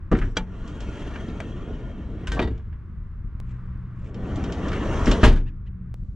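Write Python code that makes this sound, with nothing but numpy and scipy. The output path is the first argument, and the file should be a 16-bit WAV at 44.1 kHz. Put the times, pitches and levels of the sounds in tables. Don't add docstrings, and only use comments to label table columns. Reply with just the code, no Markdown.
import sys
import numpy as np
from scipy import signal
from scipy.fft import rfft, irfft
from scipy.io import wavfile
from scipy.ndimage import uniform_filter1d, map_coordinates

SR = 44100
rng = np.random.default_rng(int(sys.argv[2]) if len(sys.argv) > 2 else 0)


def store_pcm(level_fs):
    pcm = np.round(np.clip(level_fs, -1, 1) * 32767).astype(np.int16)
    wavfile.write(sys.argv[1], SR, np.atleast_2d(pcm).T)


N = 271215


def amp(db):
    return 10 ** (np.asarray(db) / 20)


def unit_rms(x):
    return x / np.sqrt(np.mean(x ** 2) + 1e-20)


def curve_at(points, hz):
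    f, value = np.transpose(points)
    return np.interp(np.log(hz + 1), np.log(f + 1), value)


def add(mix, start_s, sound):
    part = mix[:, max(round(start_s * SR), 0):][:, :sound.shape[-1]]
    part += sound[..., :part.shape[1]]


def bin_hz(size):
    return np.fft.rfftfreq(size, 1 / SR)


def crossover(centres, hz):
    return [np.sin(np.pi / 2 * curve_at(np.c_[centres, one], hz)) ** 2 for one in np.eye(len(centres))]


def resonance(hz, centre_hz, width_hz):
    return 1 / (1 + (2 * (hz - centre_hz) / width_hz) ** 2)


def drift(cutoff_hz):
    return unit_rms(irfft(rfft(rng.standard_normal(N)) / (1 + (bin_hz(N) / cutoff_hz) ** 4), N))


# frequency_hz, correlation_ratio
COHERENCE = [(30, 1), (250, 1), (1000, 0.92), (2000, 0.9), (4000, 0.91), (8000, 0.55), (13000, .7)]
def stereo_noise(gain, size, coherence=1):
    correlation = np.clip(coherence * curve_at(COHERENCE, bin_hz(size)), 0, 1)
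    mid, side = rfft(rng.standard_normal((2, size))) * np.sqrt([1 + correlation, 1 - correlation])
    return irfft(np.array([mid + side, mid - side]) * gain, size)


def noise_bed(spectrum, coherence=1):
    return unit_rms(stereo_noise(amp(curve_at(spectrum, bin_hz(N))), N, coherence))


# frequency_hz, density_db
WIND_SPECTRUM = [(11, -31.5), (18, 0.5), (54, 2), (92, -2), (123, -5.5), (151, -12.5), (189, -12.5),
                 (243, -21), (285, -28.5), (314, -25.5), (800, -56), (1040, -86), (1760, -120)]
def wind(breeze_db=-34, draught_db=4.5, gust_db=2.0):
    speed = door_speed(OPENING_SPEED) + door_speed(SHUTTING_SPEED)
    level_db = breeze_db + draught_db * speed ** 2 + gust_db * drift(54)
    return noise_bed(WIND_SPECTRUM, coherence=0.97) * amp(level_db)


# frequency_hz, density_db
ROAD_SPECTRUM = [(400, -1.5), (750, -9.5), (1100, 2), (1500, -1.5), (2100, -9), (3000, -20), (4500, -29.5),
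                 (8000, -37), (15000, -49.5)]
# time_s, level_db
ROAD_ENVELOPE = [(0, -59.5), (3.3, -61), (3.6, -56), (5.7, -65), (5.93, -64), (5.96, -70.5), (6.15, -70.5)]
def far_road():
    level_db = np.interp(np.arange(N) / SR, *np.transpose(ROAD_ENVELOPE))
    return noise_bed(ROAD_SPECTRUM) * amp(level_db)


# pitch_hz, relative_db
ENGINE_HARMONICS = [(61.2, -16), (122.4, 3.5), (183.6, -3)]
def engine_hum(quiet_db=-53.0, loud_db=-39.0, waver=0.0054, swell_db=2):
    t = np.arange(N) / SR
    clock = np.cumsum(1 + waver * drift(10.9)) / SR
    hum = sum(amp(db + swell_db * drift(3.8)) * np.sin(2 * np.pi * hz * clock)
              for hz, db in ENGINE_HARMONICS)
    between_ticks = (t > DRY_TICKS[0][0]) & (t < DRY_TICKS[1][0])
    level_db = uniform_filter1d(np.where(between_ticks, loud_db, quiet_db), size=1500)
    return unit_rms(hum) * amp(level_db)


def damped_mode(hz, db, rise_s, t60_s):
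    t = np.arange(SR) / SR
    return amp(db - 60 * t / t60_s) * (1 - np.exp(-t / rise_s)) * np.sin(2 * np.pi * hz * t)


# start_s, level_db, pitch_hz, rise_s, t60_s
BOX_BOOMS = [(0.113, -7.5, 42, 0.0097, 0.24), (0.2, -12, 31, 0.019, 0.45), (0.193, -22, 96, .008, 0.39),
             (2.286, -21.5, 50.8, 0.0036, 1), (2.345, -21, 121.7, .006, 0.18),
             (2.448, -22.5, 66.3, 0.0033, 0.83), (2.491, -25.5, 110.2, 0.0055, 0.44),
             (5.089, 0, 40.64, 0.011, 0.12), (5.233, -5, 55.2, 0.0021, 0.26),
             (5.233, -13.5, 103.6, .004, 0.23), (5.244, 1.5, 29.03, 0.051, 0.51),
             (5.276, -15.5, 75.1, .005, 0.44)]
def box_booms():
    out = np.zeros((2, N))
    for start_s, db, hz, rise_s, t60_s in BOX_BOOMS:
        add(out, start_s, damped_mode(hz, db, rise_s, t60_s))
    return out


# centre_hz, rise_s, t60_s, tail_t60_s, tail_db
BAND_DECAYS = [(253, 0.0011, 0.056, 0.5, -6.5), (650, 0.00054, 0.24, 0.35, -27),
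               (1590, 0.00039, 0.15, 0.14, -32), (4300, 0.00086, 0.13, 0.16, -16.5),
               (9000, 0.00037, 0.095, 0.12, -23.5)]
# pitch_hz, level_db, t60_s
DOOR_MODES = [(118, -17, .4), (186, -18, .45), (233, -5, .3), (310, -9, .22), (380, -4, .24),
              (446, -1, .21), (613, -4, .18), (762, -12, .22), (821, -15, .2), (935, -12, .24),
              (1012, -12, .17), (1240, -8, .22), (1340, -8, .2), (1446, -8, .21), (1662, -8, .21),
              (1840, -10, .2), (2160, -14, .17), (2295, -13, .19), (2370, -13, .19), (2848, -16, .18),
              (3026, -13, .17), (3150, -14, .17), (3402, -17, .17), (3650, -19, .2)]
# frequency_hz, density_db
STEEL_SPECTRUM = [(40, -0.5), (80, -2), (150, -9.5), (260, -13), (340, -18.5), (480, -21), (620, -24.5),
                  (1000, -22.5), (1600, -16), (2100, -21.5), (3150, -23.5), (4440, -32), (7400, -48),
                  (10000, -61.5), (12000, -74), (15500, -78)]
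PART_TIMBRES = {"lock": (11, -2, -3.5, -18, -28, -6, 0.9, -3.5),
                "pin": (-5.5, -4.5, -2.5, 3, -4, 11, 1.2, -2),
                "seam": (-3, -6, 5.5, -6, -22, -3, 1.24, 3.5),
                "panel": (6, -12, -3.5, -15, -22, -6.5, 0.6, -11.5),
                "guide": (4.5, -10.5, -15.5, -10.5, -25, 0, 0.96, -11.5),
                "roller": (-2.5, -12.5, 2.5, -15.5, -28, 7.5, 1, -7.5),
                "latch": (0.5, 0, 0.5, -4.5, -9, -20, 0.7, 1.5),
                "joint": (-1.5, 3.5, 5, -7, -12, 3, 1.1, 12), "bump": (5, 1, -4.5, -18, -32, -4, 0.2, -7),
                "rail": (2.5, 3.5, -2, 6, -1, -26, 1.13, -0.5),
                "catch": (-1.5, -14, 6.5, -2, -6.5, -5, 1.3, -2.5),
                "tongue": (2.5, -5.5, -9, 1, -1, -22.5, 4.5, -5),
                "hook": (1, -3.5, -4, -3, -10.5, -8, 2.4, 5.5),
                "stop": (10, 5.5, 0.5, -7, -30, -4, 1.02, -2),
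                "spring": (16.5, 5, -0.5, -7, -19.5, -1, 0.7, -14),
                "frame": (2.5, 1.5, 1.5, -6, -17.5, 1.5, 1.15, -0.5)}
def impact(part, strength_db, hardness_db, modes_db=-2, scatter_db=2, dense_db=7, crack_s=0.0045):
    size, onset = SR // 3, slice(SR // 50)
    t, hz = np.arange(size) / SR, bin_hz(size)
    *colour_db, sheen_db, decay_ratio, crack_db = PART_TIMBRES[part]
    crack = 1 + amp(crack_db) * np.exp(-t / crack_s)
    centres = np.array([row[0] for row in BAND_DECAYS])
    tilt_db = hardness_db * np.log2(centres / np.median(centres))
    levels_db = strength_db + np.array(colour_db) + tilt_db

    mode_hz, mode_db, t60_s = np.transpose(DOOR_MODES)[:, :, None]
    weights = amp(mode_db + scatter_db * rng.standard_normal(mode_hz.shape))
    tones = np.sin(2 * np.pi * (mode_hz * t + rng.random(mode_hz.shape)))
    modes = (weights * amp(-60 * t / (t60_s * decay_ratio)) * tones).sum(0)
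    mode_spectrum = rfft(amp(modes_db) * modes / modes[onset].std(), 2 * size)

    top_db = sheen_db * np.interp(hz, [7500, 11500], [0, 1])
    steel = amp(curve_at(STEEL_SPECTRUM, hz) + top_db) * hz ** 2 / (hz ** 2 + 110 ** 2)
    dense_spectrum = rfft(amp(dense_db) * unit_rms(stereo_noise(steel, size)))

    out = 0
    bands = zip(levels_db, crossover(centres, hz), crossover(centres, bin_hz(2 * size)), BAND_DECAYS)
    for level_db, band, padded_band, (_, rise_s, early_t60_s, tail_t60_s, tail_db) in bands:
        early = amp(-60 * t / (early_t60_s * decay_ratio))
        tail = amp(tail_db - 60 * t / (tail_t60_s * decay_ratio))
        dense = irfft(dense_spectrum * band) * np.hypot(early, tail)
        distinct = irfft(mode_spectrum * padded_band)[:size]
        ringing = (dense + distinct) * (1 - np.exp(-t / rise_s)) ** 2 * crack
        out = out + amp(level_db) * ringing / ringing[:, onset].std()
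    return out


# start_s, part, strength_db, hardness_db_per_octave
DOOR_BLOWS = [(.115, "lock", -38.5, 2.5), (.121, "lock", -37, -2), (.127, "lock", -34, -1),
              (.149, "roller", -39.5, -1), (0.178, "pin", -59, -3.5), (.187, "panel", -40, 0.5),
              (.216, "roller", -41, -2.5), (.223, "roller", -47.5, -4), (0.368, "latch", -37, 0),
              (0.3701, "latch", -35, -0.5), (0.676, "rail", -64, 1.5), (0.804, "rail", -57.5, 0.5),
              (1.157, "seam", -47.5, -2), (1.283, "guide", -43.5, -1.5), (1.402, "joint", -46, 0.5),
              (2.271, "catch", -45, 0.5), (2.318, "hook", -39, 0.5), (2.348, "pin", -59.5, -1),
              (2.392, "stop", -34, 0), (2.399, "bump", -32.5, 1.5), (2.416, "spring", -45, 1.5),
              (2.425, "spring", -43.5, 1), (2.446, "spring", -55.5, 1), (2.474, "spring", -51.5, -1),
              (2.577, "rail", -70, -3), (2.727, "seam", -65.5, -4), (4.143, "rail", -58, -4.5),
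              (4.357, "rail", -60, 1.5), (4.439, "rail", -51, -2), (4.522, "rail", -53, 0.5),
              (4.682, "rail", -50.5, -2), (4.717, "seam", -47.5, 3), (4.73, "seam", -43.5, 1),
              (5.057, "tongue", -40.5, -2), (5.069, "roller", -34, -4), (5.076, "guide", -27.5, -1),
              (5.113, "rail", -33.5, -2.5), (5.231, "frame", -25.5, -3), (5.236, "frame", -25, 0.5),
              (5.247, "frame", -28.5, 2.5), (5.256, "pin", -45, 2), (5.276, "guide", -27.5, 1),
              (5.289, "pin", -51.5, 0.5), (5.327, "pin", -55.5, 0), (5.358, "frame", -51, 1.5),
              (5.372, "frame", -52.5, 1)]
FITTING_MODES = {"lock": [(120.3, 18, 0.052), (210, 19, 0.15), (307, 14.5, 0.1), (468, 15, 0.097),
                 (750, 8, 0.16), (1017, 3, 0.031), (1228, 18, 0.036)], "panel": [(119.5, 6, 0.64),
                 (215, 16, 0.083)], "guide": [(207, 14.5, 0.11), (241, 15.5, 0.14), (553, 6, 0.023)],
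                 "roller": [(1696, 9, 0.041), (1890, 15.5, 0.019)], "latch": [(183, 9.5, 0.36),
                 (494, 3.5, 0.086), (630, 6.5, 0.082), (875, 1, 0.18), (1190, -7, 0.11), (1320, 16, 0.014),
                 (1508, 22, 0.013), (1700, -9.5, 0.18), (2345, 7, 0.067), (3136, 0.5, 0.068),
                 (3250, 16, 0.041), (3950, 5, 0.031), (4780, 8, 0.032), (5790, 6.5, 0.028),
                 (7200, 0.5, 0.021)], "bump": [(422, 8.5, 0.12), (650, 6.5, 0.12), (1118, 4, 0.053)],
                 "rail": [(3070, 4.5, .05), (5400, 5.5, .04), (7050, -4, .04)], "pin": [(7700, 6.5, .03)],
                 "joint": [(663, 21, 0.039), (1770, 9, 0.018), (2350, 16.5, 0.024), (2860, 2, 0.018)],
                 "catch": [(1046, 5, 0.22), (1510, -6, 0.21), (1780, 7, 0.059), (2880, 13, 0.041),
                 (3400, 4, 0.03)], "tongue": [(5400, 10, .04), (6000, 8, .04)], "hook": [(1550, 9.5, 0.2),
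                 (1850, 3, 0.21), (2869, -6, .14), (3180, 3, .045)], "stop": [(540, 2, 0.064),
                 (706, 4.5, 0.16), (903, 0.5, 0.2), (1095, 8, 0.072), (1220, 7, 0.067), (1610, -7, 0.065),
                 (2420, 8.5, 0.054), (2520, 12.5, 0.023), (3630, -1.5, 0.053)],
                 "spring": [(359, 12.5, 0.32), (1937, 13.5, 0.069), (2800, 1, .06), (3570, 0.5, 0.09),
                 (3780, 1.5, 0.088), (4450, -7, 0.08), (4550, -7, 0.09)], "frame": [(119, 8.5, 0.43),
                 (237.1, 5.5, 0.28), (448.4, 4, 0.17), (1260, -1.5, .1), (1636, 1, 0.1)]}
def knocks(rise_s=0.0011):
    out = np.zeros((2, N))
    for start_s, part, strength_db, hardness_db in DOOR_BLOWS:
        add(out, start_s, impact(part, strength_db, hardness_db))
        for hz, db, t60_s in FITTING_MODES.get(part, []):
            add(out, start_s, damped_mode(hz, strength_db + db, rise_s, t60_s))
    return out


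def door_speed(run):
    speed = np.interp(np.arange(N) / SR, *np.transpose(run), left=0, right=0)
    return np.maximum(uniform_filter1d(speed, size=1000), 1e-4)


def contact_noise(grit_db=-9, specks_per_s=900, spread_db=-11.5, t60_s=0.045):
    crushed = rng.random(N) < specks_per_s / SR
    specks = crushed * amp(spread_db * np.minimum(rng.exponential(1, N), 3.5))
    power_decay = amp(-120 * np.arange(SR // 8) / SR / t60_s)
    burst_power = abs(signal.oaconvolve(specks ** 2, power_decay)[:N])
    return stereo_noise(1, N) * np.sqrt(1 + amp(2 * grit_db) * burst_power / burst_power.mean())


def patches(shape, size):
    kernel = np.outer(*map(signal.windows.hann, size))
    return unit_rms(signal.oaconvolve(rng.standard_normal(shape), kernel, "same"))


def wander(x, flicker_db=2.0, linger_db=1.7):
    hz, _, frames = signal.stft(x, SR, nperseg=1024, noverlap=768)
    depth = np.interp(hz, [250, 1200], [.25, 1])[:, None]
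    swell_db = flicker_db * patches(frames.shape[1:], size=(7, 13))
    swell_db += linger_db * patches(frames.shape[1:], size=(5, 55))
    return signal.istft(frames * amp(depth * swell_db), nperseg=1024, noverlap=768)[1][:, :N]


def bend(x, depth=.005):
    position = np.arange(N) + np.cumsum(depth * drift(4))
    return np.array([map_coordinates(side, [position], order=3, mode="mirror") for side in x])


# frequency_hz, density_db
RAIL_SPECTRUM = [(35, -26), (60, 21.5), (124, 0.5), (151, 2.5), (306, -4), (355, -7.5), (606, -12),
                 (818, -24), (1400, -35.5), (1850, -34.5), (2150, -34), (3150, -36.5), (4740, -49),
                 (6680, -49), (9500, -65.5), (10600, -78), (13000, -86.5), (22000, -120)]
# centre_hz, width_hz, boost_db
RAIL_RESONANCES = [(212, 160, 6.5), (358, 58, 2), (402, 62, 3), (673, 14, 5.5), (930, 29, 3.5),
                   (1164, 120, 6.5), (1415, 170, 9.5), (1800, 150, 7), (2300, 120, 2), (2860, 350, 3.5),
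                   (2790, 120, 4), (3215, 140, 9), (3640, 110, 4.5), (4080, 190, 2), (5450, 140, 6),
                   (5870, 380, 7.5), (6630, 260, 5.5), (7660, 230, 7), (8730, 600, 7.5)]
def rail_response(hz, ripple_db=2.1, spacing_hz=32):
    peaks_db = sum(db * resonance(hz, centre, width) for centre, width, db in RAIL_RESONANCES)
    grid = np.arange(0, SR / 2, spacing_hz)
    lesser_db = ripple_db * np.interp(hz, grid, rng.standard_normal(len(grid))) * hz / (hz + 200)
    high_pass = hz ** 2 / (hz ** 2 + 130 ** 2)
    return amp(curve_at(RAIL_SPECTRUM, hz) + peaks_db + lesser_db) * high_pass


# time_s, speed_m_per_s
OPENING_SPEED = [(.16, 0.5), (.24, 0.35), (.3, 0.31), (.335, 0.18), (.39, 0.44), (.45, 0.29), (.56, .37),
                 (.72, 0.4), (.93, 0.55), (1.2, 0.49), (1.55, 0.42), (2.1, 0.35), (2.4, 0.37), (2.5, 0.22)]
SHUTTING_SPEED = [(3.88, 0.18), (3.98, 0.17), (4.07, 0.27), (4.12, 0.26), (4.22, 0.41), (4.33, 0.61),
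                  (4.52, 0.61), (4.92, 1.2), (5.08, 1.4), (5.17, 1.1), (5.23, .97), (5.27, 0.17)]
ROLLER_BANDS = (250, 550, 1300, 3000, 6500)
# level_db (at 1 m/s), db_per_speed_doubling, db_per_metre_travelled
OPENING_LEVELS = [(-39.5, 1.5, 4.5), (-44, 4.5, 5.5), (-40, 8.5, -1), (-41, 13, 0.5), (-46, 14.5, -6.5)]
SHUTTING_LEVELS = [(-31, 2.1, -4), (-39, 2.7, 4.5), (-39, 7.1, 0.5), (-48, 8.2, -0.5), (-55.5, 10, -1)]
def rolling(run, band_levels, judder_db=0.92, crawl_m_per_s=0.35):
    hz, speed = bin_hz(N), door_speed(run)
    travel_m = np.cumsum(speed) / SR
    response = rail_response(hz)
    force = wander(contact_noise()) * amp(judder_db * drift(22))
    spectrum = rfft(bend(irfft(rfft(force) * response, N)))
    out = 0
    for band, (db, growth_db, travel_db) in zip(crossover(ROLLER_BANDS, hz), band_levels):
        rms_above_bass = irfft(spectrum * band * (hz > 170), N).std()
        level_db = db + growth_db * np.log2(speed) + travel_db * travel_m
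        out = out + irfft(spectrum * band, N) / rms_above_bass * amp(level_db)
    return out / np.hypot(1, (crawl_m_per_s / speed) ** 4)


# start_s, level_db, hardness_db_per_octave, t60_s
DOOR_RATTLES = [(.21, -51.5, -0.5, 0.39), (2.43, -54, -0.5, 0.61), (5.292, -45.5, 1, 0.35)]
def rattles(knocks_per_s=170, count=80, uneven_db=3):
    out = np.zeros((2, N))
    for start_s, db, hardness_db, t60_s in DOOR_RATTLES:
        delays = (np.arange(count) + rng.random(count)) / knocks_per_s
        signs = rng.choice([-1, 1], count)
        sizes = signs * amp(uneven_db * rng.standard_normal(count) - 60 * delays / t60_s)
        knock = impact("panel", db, hardness_db)
        for delay, size in zip(delays, sizes):
            add(out, start_s + delay, size * knock)
    return out


# peak_s, timbre, level_db, swell_s, t60_s The ones at 0.367 s and 5.228 s are brief swells
NOISE_SWELLS = [(.25, "guide", -69.5, .04, .6), (.32, "guide", -70.5, .04, .08),
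                (.367, "latch", -47, .013, .02), (1.71, "detent", -37, .07, .12),
                (2.375, "detent", -30.5, .05, 0.48), (2.381, "buffer", -28, .016, 0.071),
                (2.427, "spring", -38, .012, .15), (5.19, "seal", -30.5, .06, .15),
                (5.228, "latch", -38.5, .03, .05)]
SWELL_PEAKS = {"guide": [(5450, 300, 0), (5900, 140, 2), (7550, 400, -3), (8750, 160, -9)],
               "latch": [(1500, 1100, 0), (3300, 1500, -2), (5600, 1800, -12)], "detent": [(250, 160, 0),
               (410, 160, -3), (640, 160, -8)], "spring": [(930, 160, 3), (1250, 200, -1), (1930, 220, 0),
               (3720, 330, -4), (4550, 240, -8)], "buffer": [(650, 150, 5), (1120, 200, -2.5),
               (1650, 300, -10)], "seal": [(480, 140, 0)]}
def noise_swells():
    out, size = np.zeros((2, N)), SR // 2
    t, hz = np.arange(size) / SR, bin_hz(size)
    for peak_s, timbre, db, swell_s, t60_s in NOISE_SWELLS:
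        response = sum(amp(peak_db) * resonance(hz, centre, width)
                       for centre, width, peak_db in SWELL_PEAKS[timbre])
        envelope = np.minimum(t / swell_s, 1) * amp(db - 60 * np.maximum(t - swell_s, 0) / t60_s)
        add(out, peak_s - swell_s, envelope * unit_rms(stereo_noise(response, size)))
    return out


# start_s, peak_db
DRY_TICKS = [(3.4019, -29.5), (5.9425, -30)]
def ticks(decay_s=0.0019):
    out = np.zeros((2, N))
    pulse = np.exp(-np.arange(SR // 50) / SR / decay_s)
    for start_s, db in DRY_TICKS:
        add(out, start_s, amp(db) * pulse)
    return out


# start_s, level_db, length_s
SLEEVE_MOVES = [(3.41, -68.5, 0.2), (3.942, -67, 0.15), (4.028, -59.5, 0.089)]
# frequency_hz, density_db
CLOTH_SPECTRUM = [(800, -8.5), (2500, 8), (4500, -10), (7500, -8), (10000, -30), (15000, -32)]
def jacket_rustles(crinkle_db=3):
    out = np.zeros((2, N))
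    cloth = unit_rms(noise_bed(CLOTH_SPECTRUM) * amp(crinkle_db * drift(55)))
    for start_s, db, length_s in SLEEVE_MOVES:
        swell = np.sqrt(np.hanning(int(length_s * SR)))
        add(out, start_s, amp(db) * swell * cloth[:, round(start_s * SR):][:, :len(swell)])
    return out


# start_s, level_db, top_pitch_hz, length_s
FAR_CALLS = [(5.452, -59, 942, 0.056), (5.655, -64, 970, 0.038)]
def far_calls(harmonics_db=(-12, 0, 0, -10, -20, -21, -24, -28), roughness=.07):
    out = np.zeros((2, N))
    for start_s, db, top_hz, length_s in FAR_CALLS:
        arch = np.sin(np.linspace(0, np.pi, int(length_s * SR)))
        jitter = roughness * unit_rms(uniform_filter1d(rng.standard_normal(len(arch)), 40))
        cycles = np.cumsum(top_hz * (.75 + .25 * arch + jitter)) / SR
        tone = sum(gain * np.sin(2 * np.pi * k * cycles) for k, gain in enumerate(amp(harmonics_db), 1))
        add(out, start_s, amp(db) * unit_rms(tone * arch))
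    return out


# frequency_hz, density_db
HISS_SPECTRUM = [(300, -33), (520, 12), (800, 3), (2500, -7), (4000, -6.5), (7000, -10), (8200, -11),
                 (9200, -27), (15000, -27.5)]
def faint_hiss(level_db=-75.5):
    return noise_bed(HISS_SPECTRUM) * amp(level_db) * (np.arange(N) / SR > DRY_TICKS[1][0])


# frequency_hz, left_minus_right_db
LEVEL_DIFFERENCE = [(60, 1), (95, 0), (150, 1.5), (240, 0.5), (380, 0.5), (600, 0.5), (950, -0.5),
                    (1510, 0.5), (2400, 2), (3810, 1.5), (6040, -3), (9580, 0.5)]
# frequency_hz, left_lead_rad
PHASE_DIFFERENCE = [(30, 0.055), (250, 0.13), (1000, -.15), (2700, -0.7), (5500, -.6), (8000, -0.7),
                    (13000, -1.7)]
def scene():
    door = box_booms() + knocks() + rattles() + noise_swells()
    door += rolling(OPENING_SPEED, OPENING_LEVELS) + rolling(SHUTTING_SPEED, SHUTTING_LEVELS)
    small_sounds = ticks() + far_calls() + jacket_rustles()
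    background = wind() + far_road() + engine_hum() + faint_hiss()
    hz = bin_hz(N)
    left = amp(curve_at(LEVEL_DIFFERENCE, hz) / 2) * np.exp(1j * curve_at(PHASE_DIFFERENCE, hz) / 2)
    return irfft(rfft(door + small_sounds + background) * np.array([left, 1 / left]), N)


def record(dry, cutoff_hz=15700):
    rounded = dry / (1 + dry ** 8) ** (1 / 8)
    low_pass = signal.firwin(511, cutoff_hz, window=("kaiser", 9), fs=SR)
    return signal.oaconvolve(rounded, low_pass[None], "same")


dry = scene()
out = record(dry)
store_pcm(out)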